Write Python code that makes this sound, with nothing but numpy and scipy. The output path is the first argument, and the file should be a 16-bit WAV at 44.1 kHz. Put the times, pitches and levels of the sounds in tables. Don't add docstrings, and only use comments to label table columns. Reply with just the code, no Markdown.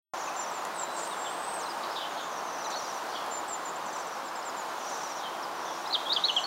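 import sys
import numpy as np
from scipy import signal
from scipy.fft import rfft, irfft, next_fast_len
from scipy.io import wavfile
from scipy.ndimage import map_coordinates

SR = 44100
rng = np.random.default_rng(int(sys.argv[2]) if len(sys.argv) > 2 else 0)


def master_out(mix):
    frames = np.transpose(np.atleast_2d(mix))
    ceiling = np.clip(frames, -1, 1)
    pcm = np.round(ceiling * 32767).astype(np.int16)
    wavfile.write(sys.argv[1], SR, pcm)


N = 284886


def amp(db):
    return 10 ** (np.asarray(db) / 20)


def unit(x):
    return x / np.sqrt(np.mean(x ** 2) + 1e-20)


def along(points, hz):
    knots_hz, values = np.transpose(points)
    return np.interp(np.log(hz + 1), np.log(knots_hz), values)


def wobble(rate_hz, size):
    knots = rng.standard_normal(int(size * rate_hz / SR) + 4)
    return map_coordinates(knots, [np.arange(size) * rate_hz / SR])


def filtered(x, response):
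    size = next_fast_len(N + SR // 2)
    return irfft(rfft(x, size) * response(np.fft.rfftfreq(size, 1 / SR)), size)[:N]


def noise(spectrum):
    return unit(filtered(rng.standard_normal(N), lambda hz: amp(along(spectrum, hz))))


def add(track, start_s, sound):
    part = track[max(0, round(start_s * SR)):][:len(sound)]
    part += sound[:len(part)]


def syrinx(hz, jitter, flutter_db):
    phase = 2 * np.pi * np.cumsum(hz * (1 + jitter * wobble(495, len(hz)))) / SR
    return unit(np.sin(phase) * amp(flutter_db * wobble(132, len(hz))))


def call(start_s, length_s, start_hz, end_hz, db, arch, jitter, taper):
    track = np.zeros(N)
    u = np.linspace(0, 1, int(length_s * SR))
    hz = (start_hz + (end_hz - start_hz) * u) * (1 + arch * np.sin(np.pi * u))
    envelope = amp(db) * signal.windows.tukey(len(u), taper)
    add(track, start_s, envelope * syrinx(hz, jitter, flutter_db=3.0))
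    return track


def traffic():
    road_levels = [(0, -35.5), (3.2, -36), (3.8, -36.9), (5.6, -36.5), (6.46, -36)]  # (time [s], level [dB])
    tyre_spectrum = [(25, -39.5), (60, -31.5), (95, -28.5), (160, -20), (280, -11.5), (450, -8), (780, 0),
                     (1050, 0), (1500, -7.5), (2200, -17.5), (4000, -23.5), (9000, -43.5)]
    engine_partials = [(173, -66.5), (340, -59.5)]  # (frequency [Hz], level [dB])
    road_db = np.interp(np.arange(N) / SR, *np.transpose(road_levels)) + 0.37 * wobble(11, N)
    tyres = amp(road_db) * noise(tyre_spectrum)
    hum = np.zeros(N)
    for hz, db in engine_partials:
        gain = amp(db + 1.5 * wobble(2.89, N))
        phase = 2 * np.pi * np.cumsum(hz + 1.45 * wobble(6, N)) / SR
        hum += gain * unit(np.sin(phase))
    return tyres + hum


def leaves():
    spectrum = [(500, -18), (2500, -0.5), (3800, 1), (6000, -1), (7500, -4), (10000, -10), (15500, -13.5)]  # (frequency [Hz], density [dB])
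    return amp(-48.5 + 0.7 * wobble(3.36, N)) * noise(spectrum)


def wings(beat_hz):
    rustles = [(0.129, .17, -63), (.61, 0.073, -62), (.765, 0.085, -51), (0.926, 0.16, -49),
               (2.698, .04, -48), (3.92, .12, -54), (4.1, .13, -57), (4.84, 0.32, -52.5)]
    spectrum = [(1000, -24), (3000, -1), (5500, 1), (7500, 5), (10000, -16), (15000, -23.5)]  # (frequency [Hz], density [dB])
    envelope = np.zeros(N)
    for start_s, length_s, db in rustles:
        t = np.arange(int(length_s * SR)) / SR
        beat_db = 2.9 * np.cos(2 * np.pi * beat_hz * t)
        add(envelope, start_s, amp(db + beat_db) * signal.windows.tukey(len(t)))
    return envelope * amp(2.2 * wobble(300, N)) * noise(spectrum)


def trill_syllables(slowing_s=.00057, sag_hz_per_s=536, fade_db=20, scatter_db=1.5):
    # (time [s], syllables [count], first period [s], pitch [Hz], peak [dB], peak position [fraction])
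    phrases = [ (.137, 4, 0.06, 6670, -48.5, .4), (.175, 2, .06, 7440, -45.5, 0.54),
               (.364, 3, .048, 6420, -42, .75), (2.1, 7, .053, 6950, -50, .6),
               (2.468, 9, 0.057, 6480, -42.5, 0.55), (3.087, 3, .06, 6220, -50, .4),
               (3.866, 5, 0.06, 6470, -46.5, .35), (4.768, 4, 0.055, 7240, -52, 0.61),
               (4.802, 7, .0568, 6380, -43.5, 0.5), (5.549, 6, 0.052, 6240, -50, .4),
               (6.142, 6, .0488, 6790, -46, 0.84), (6.315, 3, 0.04, 8080, -46.5, 0.84)]
    rows = []
    for start_s, count, period_s, hz, db, peak_at in phrases:
        k = np.arange(round(count))
        t = k * period_s + slowing_s * k * (k - 1) / 2
        swell_db = -fade_db * ((k + .5) / len(k) - peak_at) ** 2
        level_db = db + swell_db + scatter_db * rng.standard_normal(len(k))
        rows += zip(start_s + t, hz - sag_hz_per_s * t, level_db)
    return np.array(rows)


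def trills(syllables, length_s, jitter, variety):
    shape = [(0, .88, -5), (.1, 0.98, -2.5), (.35, .945, -3.5), (.75, .9, -4), (.88, .865, -4.5),
             (1, 0.74, -14)]
    position, pitch_ratio, shape_db = np.transpose(shape)
    variations = np.exp(variety * rng.standard_normal((len(syllables), 2)))
    track = np.zeros(N)
    for (start_s, hz, db), (stretch, slope) in zip(syllables, variations):
        u = np.linspace(0, 1, int(length_s * np.sqrt(stretch) * SR))
        contour = np.interp(u, position, pitch_ratio) ** slope
        envelope = amp(db + np.interp(u, position, shape_db))
        add(track, start_s, envelope * syrinx(hz * contour, jitter, flutter_db=2))
    return track


def flock(floor_db, spread_s, pitch_span, count):
    leaders = rng.choice(trill_syllables(), size=count)
    followers = []
    for (lead_s, lead_hz, _), (lag, pitch, loudness) in zip(leaders, rng.random((count, 3))):
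        hz = min(lead_hz, 6400) * (.95 + pitch_span * pitch ** 2)
        followers.append((lead_s + spread_s * (2 * lag - 1), hz, floor_db + 4 * loudness))
    return trills(followers, length_s=.047, jitter=.01, variety=0.191)


def far_calls(gain_db, fall):
    # (time [s], length [s], start pitch [Hz], rise [fraction], relative level [dB])
    held_notes = [ (0.697, .32, 3870, 0.026, -58), (.89, 0.26, 8100, .005, -51),
                  (.97, .226, 8530, .055, -58), (1.15, .13, 7440, .005, -48.5), (1.26, .14, 8020, .05, -52),
                  (1.383, .2, 7950, .04, -46.5), (1.59, 0.16, 8220, .003, -57)]
    # (time [s], length [s], start pitch [Hz], jitter [fraction], relative level [dB])
    falling_notes = [ (.272, 0.023, 2650, .018, -43.5), (1.245, 0.042, 3510, 0.074, -44.5),
                     (1.827, 0.0205, 4200, 0.094, -43.5), (1.88, .14, 5150, 0.077, -52),
                     (1.95, 0.047, 3900, .08, -42), (1.988, .067, 3480, 0.089, -42),
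                     (2.164, 0.079, 3800, 0.1, -46.5), (2.712, .02, 4260, .08, -42),
                     (3.078, 0.11, 4850, .08, -50.5), (3.134, 0.038, 3410, 0.051, -42.5),
                     (5.17, .09, 3950, .07, -52), (5.226, 0.044, 3370, 0.027, -45),
                     (5.652, 0.062, 3695, 0.019, -50)]
    held = sum(call(start_s, length_s, hz, hz * (1 + rise), db, arch=0.0079, jitter=0.018, taper=0.26)
               for start_s, length_s, hz, rise, db in held_notes)
    falling = sum(call(start_s, length_s, hz, hz * (1 - fall), db, arch=.005, jitter=jitter, taper=0.39)
                  for start_s, length_s, hz, jitter, db in falling_notes)
    return amp(gain_db) * (held + falling)


def slurs():
    notes = [ (.36, 0.082, 7300, 0.037, -42.5), (0.508, 0.11, 7780, 0.14, -50),
             (0.742, .048, 8150, .03, -47), (0.783, 0.062, 7800, .085, -39), (0.963, .05, 7700, 0.12, -44),
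             (1.005, 0.042, 7860, .1, -42.5), (1.11, 0.039, 3880, .145, -47),
             (1.582, 0.065, 7980, 0.42, -46.5), (1.659, 0.02, 4090, .04, -45),
             (1.688, .033, 5200, .095, -45.5), (2.642, 0.022, 4200, 0.097, -44),
             (2.752, .04, 4410, 0.034, -41.5), (2.842, 0.037, 5080, .09, -50),
             (3.305, .074, 7230, 0.014, -43.5), (3.373, .032, 7300, .073, -43),
             (3.493, 0.07, 7620, 0.091, -40), (3.648, 0.053, 7270, 0.069, -45.5),
             (4.25, .042, 7750, .115, -52), (4.355, 0.051, 7720, 0.14, -50.5),
             (4.451, .049, 7730, .135, -45.5), (4.565, 0.052, 7470, .11, -47),
             (5.425, .023, 5800, .19, -45.5)]
    return sum(call(start_s, length_s, hz, hz * (1 - fall), db, arch=0.0108, jitter=0.0049, taper=.13)
               for start_s, length_s, hz, fall, db in notes)


def twigs(t60_s, gain_db):
    ticks = [(0.651, -30.5), (.6692, -39), (1.0742, -33), (1.5407, -32), (3.2623, -35), (4.899, -39)]  # (time [s], relative level [dB])
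    spectrum = [(1000, -22.5), (3000, -3), (7000, 2), (10000, -1), (15000, -13)]  # (frequency [Hz], density [dB])
    envelope = np.zeros(N)
    t = np.arange(SR // 20) / SR
    for start_s, db in ticks:
        add(envelope, start_s, amp(db + gain_db - 60 * t / t60_s))
    return envelope * noise(spectrum)


def flicks(length_s, period_s, rise):
    runs = [ (2.739, 1, 3650, -39.5), (3.48, 1, 7500, -44.5), (3.688, 2, 6880, -45.5),
            (3.858, 4, 7050, -47), (3.96, 1, 6930, -45), (4.283, 4, 4850, -48), (5.858, 1, 3600, -41),
            (5.872, 1, 4750, -43)]
    return sum(call(start_s + k * period_s, length_s, hz, hz * (1 + rise), db,
                    arch=.005, jitter=0.0065, taper=0.18)
               for start_s, count, hz, db in runs for k in range(round(count)))


def chirps():
    sweeps = [ (5.897, 0.027, 3800, 4400, -41), (5.926, 0.012, 3980, 4700, -29.5),
              (5.936, 0.023, 4210, 3080, -24.5), (6.053, 0.037, 3270, 3330, -35.5),
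              (6.093, 0.029, 3575, 3810, -30.5), (6.119, 0.019, 3500, 4990, -25.5),
              (6.162, 0.014, 3630, 2960, -24), (6.237, 0.0244, 3620, 4580, -23),
              (6.284, .0193, 3540, 2800, -24.5), (6.363, 0.025, 3380, 2840, -23.5),
              (6.439, 0.02, 4220, 4420, -32)]
    return sum(call(*sweep, arch=0.0097, jitter=0.016, taper=0.32) for sweep in sweeps)


def garden(direct, ground_s, ground_db, tail_db):
    decay_times = [(2000, 0.77), (5000, 0.6), (9000, 0.74)]  # (frequency [Hz], T60 [s])
    hz, t, spectra = signal.stft(rng.standard_normal(SR // 2), SR, nperseg=256)
    branches = 1 + 1.8 * np.exp(-t / 0.012)
    decay = amp(-60 * t / along(decay_times, hz)[:, None])
    _, tail = signal.istft(spectra * branches * decay, SR, nperseg=256)
    impulse_response = amp(tail_db) * tail / np.linalg.norm(tail)
    impulse_response[0] += amp(ground_db)
    reflected = signal.fftconvolve(direct, impulse_response)[:N]
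    delayed = filtered(reflected, lambda f: np.exp(-2j * np.pi * f * ground_s))
    return direct + delayed


def scene():
    tree = trills(trill_syllables(), length_s=.049, jitter=0.0058, variety=0.123)
    tree += slurs() + flicks(length_s=.0105, period_s=.0705, rise=0.126)
    tree += twigs(t60_s=.016, gain_db=-6) + wings(beat_hz=15.0)
    distant = far_calls(gain_db=-2.5, fall=.12)
    distant += flock(floor_db=-59.0, spread_s=0.083, pitch_span=0.24, count=80)
    mono = traffic() + leaves()
    mono += garden(tree, ground_s=.004, ground_db=-14, tail_db=-11)
    mono += garden(distant, ground_s=.003, ground_db=-12.5, tail_db=3.0)
    mono += garden(chirps(), ground_s=.0068, ground_db=-6.5, tail_db=-7.5)
    return np.array([mono, mono])


def record(dry):
    start_s, notch_hz, width_hz, top_hz = .136, 7880, 110, 15800

    def response(hz):
        notch = 1 - .9 * np.exp(-((hz - notch_hz) / width_hz) ** 2)
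        return notch * (hz < top_hz)

    running = np.arange(N) / SR >= start_s
    return np.array([filtered(channel * running, response) for channel in dry])


dry = scene()
out = record(dry)
master_out(out)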